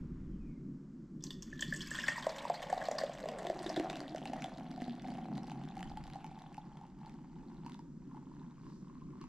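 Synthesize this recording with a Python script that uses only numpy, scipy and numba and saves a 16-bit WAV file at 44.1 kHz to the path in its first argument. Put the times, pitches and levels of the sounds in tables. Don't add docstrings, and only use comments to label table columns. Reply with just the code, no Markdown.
import sys
import numpy as np
from scipy import signal
from scipy.fft import rfft, irfft
from scipy.io import wavfile
from scipy.ndimage import uniform_filter1d
from numba import njit

SR = 44100
rng = np.random.default_rng(int(sys.argv[2]) if len(sys.argv) > 2 else 0)


def to_wav(sig):
    pcm = np.clip(np.atleast_2d(sig), -1, 1) * 32767
    pcm = np.round(pcm).astype(np.int16)
    wavfile.write(sys.argv[1], SR, pcm.T)


N = 409248
TIME = np.arange(N) / SR

# t/s, level/dB
POUR = [(1.15, -91), (1.25, -88), (1.5, -60), (1.62, -56.5), (2.0, -41.5), (2.4, -56), (3.0, -54),
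        (3.2, -59), (3.75, -56.5), (4.05, -60.5), (4.6, -66), (6.3, -69.5), (6.84, -76.5), (6.93, -84),
        (7.02, -78.5), (7.78, -82.5), (7.86, -102), (7.95, -102), (8.02, -81.5), (8.72, -83), (8.79, -94),
        (8.88, -80.5), (9.28, -85.5)]
# t/s, level/dB
SURGES = [(3.27, -66), (4.4, -66.5), (5.1, -70.5), (5.831, -78), (7.075, -76.5), (7.39, -80.5),
          (7.535, -81.5), (7.7, -74), (8.16, -86), (8.427, -90), (8.681, -85.5), (9.229, -80.5)]
SURGE_S = 0.058
# t/s, level/dB, f/Hz, length/s
SPLATS = [(1.207, -48, 3530, 0.012), (1.225, -40, 5400, 0.013), (1.239, -22, 6240, 0.0038),
          (1.266, -31.5, 4370, 0.0055), (1.306, -25, 3680, .007), (1.33, -39, 4960, .015),
          (1.4235, -27, 6320, 0.01), (1.593, -30, 3560, 0.0055), (1.608, -20, 7200, .014),
          (1.624, -17.5, 3170, 0.0068), (1.68, -35, 4230, 0.0067), (1.694, -36, 4230, 0.0089),
          (1.737, -24, 8260, 0.015), (1.761, -24.5, 7750, 0.02), (1.807, -24.5, 3450, 0.0092),
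          (1.817, -26, 4540, 0.013), (1.845, -43, 4300, 0.0097), (1.907, -24.5, 8080, .012),
          (1.946, -24, 1570, 0.011), (1.952, -27, 3280, 0.0085), (1.996, -22.5, 3040, 0.014),
          (2.063, -32, 3550, 0.0059), (2.071, -30, 1820, 0.011), (2.081, -16.5, 2600, .009),
          (2.099, -31, 2030, 0.034), (2.16, -35, 2060, 0.015), (2.225, -31, 3510, 0.011),
          (2.293, -31, 4460, 0.0099), (2.3835, -31.5, 3370, 0.012), (2.426, -60, 1870, 0.0087),
          (2.542, -33, 4370, 0.022), (2.628, -33, 3330, 0.011), (2.7, -36.5, 7460, 0.008),
          (2.701, -43, 1850, 0.0042), (2.78, -37, 4100, 0.0097), (2.814, -38.5, 1502, 0.015),
          (2.854, -33, 4330, 0.022), (2.9135, -31.5, 6350, 0.0045), (2.985, -24, 4900, 0.0066),
          (3.003, -36, 4400, 0.017), (3.018, -41, 1830, 0.0045), (3.135, -40.5, 7100, 0.0087),
          (3.286, -41, 3680, 0.0032), (3.386, -33.5, 8900, 0.0093), (3.46, -50, 3700, 0.0071),
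          (3.5904, -37.5, 4300, 0.0073), (3.629, -32, 9300, 0.0031), (3.664, -31, 3550, 0.0059),
          (3.694, -29.5, 5330, 0.0097), (3.762, -27.5, 3670, 0.008), (3.898, -33, 3840, 0.0021),
          (4.274, -37.5, 4130, 0.0017)]
# t/s, peak level/dB, f/Hz at the start of the ring
GULPS = [(1.305, -40, 3486), (1.528, -38.5, 1750), (1.593, -42.5, 1730), (1.624, -28, 1790),
         (1.724, -27, 1737), (1.741, -34.5, 1785), (1.913, -31.5, 1750), (1.987, -29, 1804),
         (2.038, -31, 1680), (2.083, -21, 1827), (2.12, -32.5, 1830), (2.18, -32.5, 963),
         (2.267, -19.5, 632), (2.298, -32, 627), (2.451, -28, 948), (2.499, -21.5, 688), (2.7, -35.5, 666),
         (2.727, -21.5, 730), (2.776, -31, 690), (2.808, -36.5, 643), (2.824, -32.5, 650),
         (2.885, -22.5, 661), (2.9125, -25.5, 637), (2.953, -34.5, 640), (3.012, -30, 630),
         (3.035, -23, 582), (3.095, -31.5, 646), (3.2385, -31.5, 610), (3.2575, -30, 590),
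         (3.286, -30.5, 662), (3.318, -36.5, 624), (3.449, -30, 657), (3.469, -30.5, 670),
         (3.499, -21.5, 652), (3.561, -37.5, 353), (3.66, -30, 338), (3.699, -30, 656), (3.766, -29.5, 680),
         (3.774, -24, 325.6), (3.797, -23, 317), (3.844, -30, 688), (3.898, -32.5, 710),
         (4.012, -33.5, 301), (4.147, -28.5, 637), (4.216, -38, 720), (4.255, -35, 788),
         (4.297, -33.5, 240), (4.332, -30.5, 755), (4.3625, -39.5, 704), (4.443, -33.5, 750),
         (4.456, -41, 240), (4.777, -37, 736), (4.8, -42, 720), (4.819, -32, 240), (4.879, -31.5, 236.6),
         (5.05, -37, 744), (5.083, -36.5, 720), (5.119, -36, 225), (5.184, -37.5, 727), (5.212, -39, 224),
         (5.378, -41, 727), (5.476, -41, 233), (5.516, -35.5, 813), (5.593, -42, 226.4),
         (5.767, -42.5, 780), (5.806, -40, 806), (5.914, -41, 820), (5.972, -37.5, 844),
         (6.156, -35.5, 770), (6.212, -50, 830), (6.243, -38.5, 863), (6.313, -45, 820), (6.375, -45, 874),
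         (6.579, -36, 845), (6.812, -45, 804), (6.835, -46, 900), (7.014, -49, 905), (7.065, -44.5, 900),
         (7.662, -41, 945), (7.695, -51, 985), (7.791, -46, 928), (8.118, -56, 930), (8.145, -47, 870),
         (8.17, -46.5, 890), (8.315, -52.5, 980), (8.415, -50, 920), (8.663, -60, 1046), (8.7, -59, 997),
         (8.871, -54.5, 995), (9.018, -51, 1040), (9.134, -52, 1000), (9.2135, -48, 1057),
         (9.239, -44, 985)]
GULP_T60_S, GULP_RING_S, GULP_REF_HZ = 0.023, 0.022, 650
# t/s, f/Hz
POOL = [(1.5, 1800), (2.08, 1663), (2.17, 1032), (2.75, 758), (3.1, 620), (3.3, 477), (3.52, 339),
        (3.75, 324), (4.05, 311), (4.35, 254), (4.95, 241), (5.5, 223), (5.95, 158.7)]
# t/s, level/dB
POPS = [(3.288, -33), (3.469, -30.5), (3.7983, -33), (3.9003, -29.5), (3.93, -37), (3.9569, -35),
        (3.9704, -36.5), (4.0044, -33), (4.1612, -35), (4.1819, -37.5), (4.2555, -31.5), (4.3345, -34.5),
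        (4.4221, -28), (4.4425, -29.5), (4.5982, -45), (4.7142, -42), (4.762, -45), (4.8122, -44),
        (4.8192, -38), (4.925, -53), (5.021, -42), (5.0823, -45), (5.104, -43), (5.1845, -52.5),
        (5.3567, -46), (5.3792, -38), (5.4326, -42), (5.4705, -44), (5.498, -39.5), (5.5172, -41.5),
        (5.6374, -46.5), (5.688, -45), (5.7684, -41.5), (5.7928, -40), (5.8072, -39), (5.829, -34),
        (5.9727, -38), (6.0393, -42.5), (6.0686, -45), (6.1007, -42), (6.135, -42), (6.244, -41.5),
        (6.2653, -43), (6.4206, -46.5), (6.545, -44), (6.5693, -46.5), (6.7715, -49.5), (7.0606, -49),
        (7.0955, -47.5), (7.6638, -41.5), (7.6969, -43), (7.7204, -46), (7.7443, -45.5), (7.7922, -49.5),
        (9.214, -47), (9.24, -48)]
# f/Hz, level/dB, t60/s
GLASS = [(600, -19, .15), (990, -12, .15), (1745, 0, .21), (1870, -2, .17), (2960, 0, .16), (3200, -6, .12),
         (3470, 1, .22), (4290, -7, .12), (4610, -8, .1), (5340, -8, .13)]
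# f/Hz, level/dB
BARE = [(300, -21.5), (800, -10), (1050, 6.5), (1300, -15), (1800, -2.5), (2400, -12.5), (3300, 5),
        (3900, -8.5), (4500, 2.5), (6500, -0.5), (8100, -1.5), (9200, -24.5), (12700, -11.5), (16000, -31)]
# f/Hz, level/dB
OPEN = [(250, -64), (700, 18), (1100, 20.5), (1330, 7.5), (1850, 20), (2600, 2), (3500, 4.5), (5000, 4.5),
        (6200, 2.5), (8000, 2), (9200, -11.5), (11000, -14.5), (12700, -8), (16000, -46.5)]
# f/Hz, level/dB
FOAM = [(250, -32.5), (500, 2.5), (1000, -14), (1350, 12), (1900, 13.5), (2550, -4), (2900, 8), (3700, 3),
        (5000, 1.5), (5900, -1), (7500, -3.5), (8700, -10), (10500, -10), (12500, -15.5), (16000, -60.5)]

COVERED_S, COVERING_S = 1.897, 0.52
HEAD_S, HEAD_GROWS_S = 3.06, 1.42
FOAM_FIRST, FOAM_LAST = 0.054, 0.95
CLOUDING_S = 0.96
AIR_M, FILL_S, RISE_M_PER_S, SOUND_M_PER_S = 0.1453, 1.97, 0.009, 343

# t/s, f/Hz, level/dB
SQUEAK = [(0.27, 3260, -105), (0.305, 3250, -90), (0.34, 3120, -77), (0.38, 2680, -93), (0.415, 2510, -69),
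          (0.48, 2265, -72), (0.56, 2090, -75), (0.66, 2070, -100)]
# t/s, level/dB, time to 1/e/s, centre f/Hz, width f/Hz
WISPS = [(0.025, -74.5, 0.52, 1190, 1400), (8.726, -79.5, 0.14, 4770, 2400)]
# t/s, level/dB
ROOM = [(0, -45.5), (0.7, -47.5), (1.12, -51), (1.24, -46), (1.42, -49), (1.75, -45.5), (2.2, -54.5),
        (4.3, -51.5), (4.95, -49), (5.35, -44.5), (6.4, -56), (7.9, -50), (8.3, -52), (9.28, -50)]
# f/Hz, level/dB
RUMBLE = [(60, -34), (115, -23.5), (140, 2.5), (170, 0.5), (240, 0.5), (300, -5), (370, -10.5), (440, -25),
          (560, -29.5), (800, -69)]
# f/Hz, level/dB
DEEP = [(15, -4), (38, 4), (60, -7.5), (100, -7.5), (200, -29), (500, -107)]
# f/Hz, level/dB
HISS = [(200, -8), (550, 3), (780, -1.5), (1100, 1.5), (1500, -2.5), (2200, -12), (3500, -17.5),
        (5200, -13.5), (7500, -16), (9000, -26.5), (12000, -53)]
# t/s, level/dB, time to 1/e/s
BUMPS = [(0.136, -47, 0.35), (1.71, -60, 0.36), (5.95, -54, 0.16)]

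# f/Hz, level/dB before the opening gain
WIDTH = [(50, -7), (200, -28), (480, -9), (750, -25), (1300, -12.5), (3000, -13), (7000, -2.5),
         (10000, -15.5)]
# t/s, level/dB
OPENING = [(2.05, -68), (2.6, -26), (3.4, -13.5), (4.8, -3.5), (9.28, 4.5)]
# f/Hz, level/dB
SPARKLE = [(2500, -82.5), (4500, -40), (9500, -30), (12500, -2), (15000, 1)]
TOP_HZ = 15700


def splash(bursts, bare_db=-1, glass_db=-48.0, bubble_db=1, clear_tick_db=-6,
           cluster_db=3, gas_damping=0.8, smother_db=-4):
    bare, wet, foamy = surface()
    rate = 2100 * (1 - foamy) + 320 * foamy
    cluster = undb(cluster_db * walk(60))
    fizz = steady(cluster * bubbles(rate, 1100, 14000, cycles=10, spread_db=3.0), 0.15)
    ticks = steady(cluster * clicks(rate * 0.66, spread_db=8), 0.43)
    cloudy = ramp(COVERED_S, CLOUDING_S)
    ringing = fizz * undb(bubble_db) * (1 - gas_damping * cloudy)
    ticking = ticks * undb(clear_tick_db * (2.0 - cloudy) + smother_db * foamy)
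    force = stream(bare_db=-7.5, open_db=-3.5, foam_db=3)
    drive = (ringing + ticking) * force + splats() + bursts
    out = through(drive * bare, undb(bare_db) * response(BARE)) + glass(drive, glass_db)
    out += through(drive * wet, response(OPEN))
    out += through(drive * foamy, response(FOAM))
    return out, drive


def splats(t60=0.12, spray_db=2, slap_db=5.0, cloud_db=5.5, cycles=24, rise=0.0009, scatter=0.18, count=18):
    out = np.zeros(N)
    for s, db, hz, length in SPLATS:
        spray = undb(spray_db) * puff(t60) + undb(slap_db) * puff(2 * length)
        onset = 1 - np.exp(-(TIME[:len(spray)] / rise) ** 2)
        add(out, s - rise, undb(db) * spray * onset)
        cloud = np.zeros(SR // 2)
        for when, detune in zip(rng.random(count), rng.standard_normal(count)):
            bubble = ping(hz * np.exp(scatter * detune), cycles / hz, rise)
            add(cloud, length * when ** 2, bubble / (1 + detune ** 2))
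        add(out, s - rise, undb(db + cloud_db) * cloud / np.linalg.norm(cloud))
    return out


def glass(x, db, vary_db=2):
    x = x * surface()[0]
    out = np.zeros(N)
    for hz, mode_db, t60 in GLASS:
        struck = x * undb(vary_db * walk(14))
        out += through(struck, undb(mode_db + db) * ping(hz, t60))
    return out


def gulps(pool_db=-9, pool_cycles=18, rise=0.0021, glide=0.22, column_db=-9, column_t60=0.038):
    out = np.zeros(N)
    for s, db, hz in GULPS:
        (pool_hz,), column_hz = curve(POOL, s), column_pitch(s)
        t60 = GULP_T60_S + GULP_RING_S * (GULP_REF_HZ / hz) ** 2
        y = ping(hz, t60, rise, glide)
        y += undb(pool_db) * ping(pool_hz, pool_cycles / pool_hz, rise)
        moved_air = min(column_hz / hz, 2)
        y += undb(column_db) * moved_air * ping(column_hz, column_t60, rise)
        add(out, s, undb(db) * y / np.abs(y).max())
    return out


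def gulp_spray(spray_db=-5.0, t60=0.0164):
    out = np.zeros(N)
    for s, db, _ in GULPS:
        add(out, s, undb(db + spray_db) * puff(t60))
    return out


def pool(wander=0.047, q=11, skirt_q=2.2):
    hz = curve(POOL)[0] * np.exp(wander * walk(30))
    body = cavity(clicks(0.15 * hz + 120, spread_db=4), hz, q, skirt_q)
    return steady(body, 0.097) * stream(bare_db=-13, open_db=0.5, foam_db=14)


def air_column(drive, pop_db=11, q=7.2, wander=0.038, cluster_db=1.85):
    hz = column_pitch(TIME) * np.exp(wander * walk(40))
    plunges = steady(cavity(clicks(420, spread_db=5.0), hz, q, skirt_q=0.68), 0.1)
    plunges *= undb(cluster_db * walk(11))
    rung = cavity(drive, hz, q, skirt_q=1.6) * surface()[2]
    return plunges * stream(bare_db=-32.0, open_db=6, foam_db=11.5) + undb(pop_db) * rung


def column_pitch(t):
    length = AIR_M - RISE_M_PER_S * np.maximum(t - FILL_S, 0)
    return SOUND_M_PER_S / 4 / length


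def plinks(rate=850, cycles=26, spread_db=4.0):
    ringing = steady(bubbles(rate * np.ones(N), 1000, 3600, cycles, spread_db, count=8000), 0.25)
    return ringing * stream(bare_db=-13.5, open_db=-7, foam_db=-20.5)


def burble(rate=900, cycles=7, spread_db=5.5, cluster_db=2.5):
    churn = steady(bubbles(rate * np.ones(N), 900, 3100, cycles, spread_db, count=9000), 0.2)
    force = stream(bare_db=0.0, open_db=-10.0, foam_db=-8.5)
    return churn * undb(cluster_db * walk(15)) * surface()[2] * force


def prickle(rate=800, cycles=6, spread_db=7.0, cluster_db=3):
    snaps = steady(bubbles(rate * np.ones(N), 1500, 4800, cycles, spread_db, count=9000), 0.25)
    return snaps * undb(cluster_db * walk(25)) * stream(bare_db=-20, open_db=-9, foam_db=-3.5)


def pops(click_db=4.0, spray_db=2, spray_t60=0.02, rise=0.00082):
    out = np.zeros(N)
    for s, db in POPS:
        add(out, s, undb(db + click_db) * np.ones(1))
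        add(out, s - rise, undb(db + spray_db) * puff(spray_t60))
    return out


def pop_rings(gain_db=-6, hz=3100, scatter=0.29, cycles=14, rise=0.00027, glide=25):
    out = np.zeros(N)
    pitches = hz * np.exp(scatter * rng.standard_normal(len(POPS)))
    for (s, db), pitch in zip(POPS, pitches):
        add(out, s - rise, undb(db + gain_db) * ping(pitch, cycles / pitch, rise, glide))
    return out


def stream(bare_db, open_db, foam_db):
    bare, wet, foamy = surface()
    force = undb(curve(POUR)[0]) + sum(swell(s, db, SURGE_S) for s, db in SURGES)
    return force * undb(bare * bare_db + wet * open_db + foamy * foam_db)


def surface():
    pooled = ramp(COVERED_S, COVERING_S)
    head = FOAM_FIRST + (FOAM_LAST - FOAM_FIRST) * ramp(HEAD_S, HEAD_GROWS_S)
    foamy = pooled * np.clip(head, 0, 1)
    return 1 - pooled, pooled - foamy, foamy


def squeak(gain_db=-6, echo_db=1, t60=0.61, waver=0.0091):
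    hz, db = curve(SQUEAK)
    phase = 2 * np.pi * np.cumsum(hz * (1 + waver * walk(120))) / SR
    tone = undb(db + gain_db) * np.sin(phase)
    tone = tone * (TIME > SQUEAK[0][0]) * (TIME < SQUEAK[-1][0])
    return tone + undb(echo_db) * through(tone, puff(t60))


def wisps():
    out = np.zeros(N)
    for s, db, length, hz, width in WISPS:
        band = cavity(rng.standard_normal(N), np.full(N, 1. * hz), hz / width, skirt_q=0.93)
        out += swell(s, db, length) * unit(band)
    return out


def kitchen(deep_db=-64, hiss_db=-75, waver_db=1.8):
    rumble, sub, hiss = (unit(through(rng.standard_normal(N), response(c))) for c in (RUMBLE, DEEP, HISS))
    low = undb(curve(ROOM)[0] + waver_db * walk(20))
    deep = undb(deep_db) + sum(swell(s, db, length) for s, db, length in BUMPS)
    return rumble * low + sub * deep + hiss * undb(hiss_db)


def bubbles(rate, lo_hz, hi_hz, cycles, spread_db, count=20000):
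    out = np.zeros(N)
    for when, chance, pitch, ring, size in rng.random((count, 5)):
        if chance * count < rate[int(when * N)] * N / SR:
            hz = lo_hz * (hi_hz / lo_hz) ** pitch
            turns = cycles * 2 ** (2 * ring - 1) * np.sqrt(hz / lo_hz)
            age = hz * TIME[:int(turns * SR / hz) + 2] / turns
            gain = undb(spread_db * min(-np.log(1 - size), 4)) * hz / np.sqrt(turns)
            add(out, when * N / SR, gain * np.sin(2 * np.pi * turns * age) * age * np.exp(-8 * age))
    return out


def ping(hz, t60, rise=1e-4, glide=0, size=SR // 3):
    t = TIME[:min(int((t60 + 2 * rise) * SR) + 10, size)]
    envelope = np.exp(-np.log(1000) * t / t60) * (1 - np.exp(-(t / rise) ** 2))
    y = np.sin(2 * np.pi * hz * t * (1 + glide * t)) * envelope
    return np.pad(y / np.abs(y).max(), (0, size - len(y)))


def puff(t60, size=SR // 2):
    y = rng.standard_normal(size) * np.exp(-np.log(1000) * TIME[:size] / t60)
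    return y / np.linalg.norm(y)


def clicks(rate, spread_db):
    hit, size = rng.random(N), np.minimum(rng.exponential(size=N), 4)
    return (hit < rate / SR) * undb(spread_db * size) * rng.choice([-1, 1], N)


@njit
def resonate(x, hz, width):
    y, b, l = np.empty(len(x)), 0., 0.
    for i in range(len(x)):
        g, k = np.tan(np.pi * hz[i] / SR), width[i] / hz[i]
        v = (b + g * (x[i] + 1e-18 - l)) / (1 + g * (g + k))
        b, l, y[i] = 2 * v - b, l + 2 * g * v, k * v
    return y


def cavity(x, hz, q, skirt_q):
    return resonate(resonate(x, hz, hz / q), hz, hz / skirt_q)


def walk(rate):
    size = int(SR / rate)
    held = np.repeat(rng.standard_normal(N // size + 1), size)
    return 1.23 * uniform_filter1d(held, size)[:N]


def ramp(start_s, length_s, t=TIME):
    return np.clip((t - start_s) / length_s, 0, 1)


def swell(s, db, length):
    return undb(db) * np.exp(-((TIME - s) / length) ** 2)


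def undb(db):
    return 10 ** (np.asarray(db) / 20)


def curve(rows, t=TIME):
    s, *columns = np.transpose(rows)
    return [np.interp(t, s, c) for c in columns]


def unit(x):
    return x / np.sqrt(np.mean(x ** 2))


def steady(x, seconds):
    size = int(seconds * SR / 2)
    power = uniform_filter1d(uniform_filter1d(x ** 2, size), size)
    return x / np.sqrt(np.abs(power) + 1e-12)


def add(track, s, sound):
    i = int(s * SR)
    track[i:i + len(sound)] += sound[:N - i]


def response(points, size=4096):
    hz, db = np.transpose(points)
    f = np.maximum(np.fft.rfftfreq(size, 1 / SR), 1)
    cepstrum = irfft(np.log(undb(np.interp(np.log(f), np.log(hz), db))))
    cepstrum[1:size // 2] *= 2
    cepstrum[size // 2 + 1:] = 0
    return irfft(np.exp(rfft(cepstrum)))


def through(x, h):
    return signal.oaconvolve(x, h)[:N]


def tint(x, points):
    hz, db = np.transpose(points)
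    f = np.maximum(np.fft.rfftfreq(N, 1 / SR), 1)
    return irfft(rfft(x) * undb(np.interp(np.log(f), np.log(hz), db)), N)


def scene(room_db=-13, room_t60=0.61, counter_db=-12, gulp_glass_db=-56, diffuse_db=-1, lean_db=-4):
    crackle, drive = splash(pops() + gulp_spray())
    pockets = gulps()
    beer = crackle + pockets + glass(pockets, gulp_glass_db) + pool() + air_column(drive)
    beer += plinks() + burble() + prickle() + pop_rings()
    near = through(beer, np.pad(puff(0.16), (SR // 700, 0)))
    walls = through(beer, np.pad(puff(room_t60), (SR // 150, 0)))
    mid = beer + undb(counter_db) * near + undb(room_db) * walls + squeak() + wisps() + kitchen()
    diffuse = through(mid, np.pad(puff(0.069), (SR // 100, 0)))
    apart = signal.hilbert(mid).imag + undb(diffuse_db) * diffuse
    side = tint(apart, WIDTH) * undb(curve(OPENING)[0])
    side += tint(apart - undb(lean_db) * mid, SPARKLE)
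    return np.array([mid + side, mid - side])


def record(dry):
    return signal.sosfilt(signal.ellip(8, .2, 70, TOP_HZ, fs=SR, output="sos"), dry)


dry = scene()
out = record(dry)
to_wav(out)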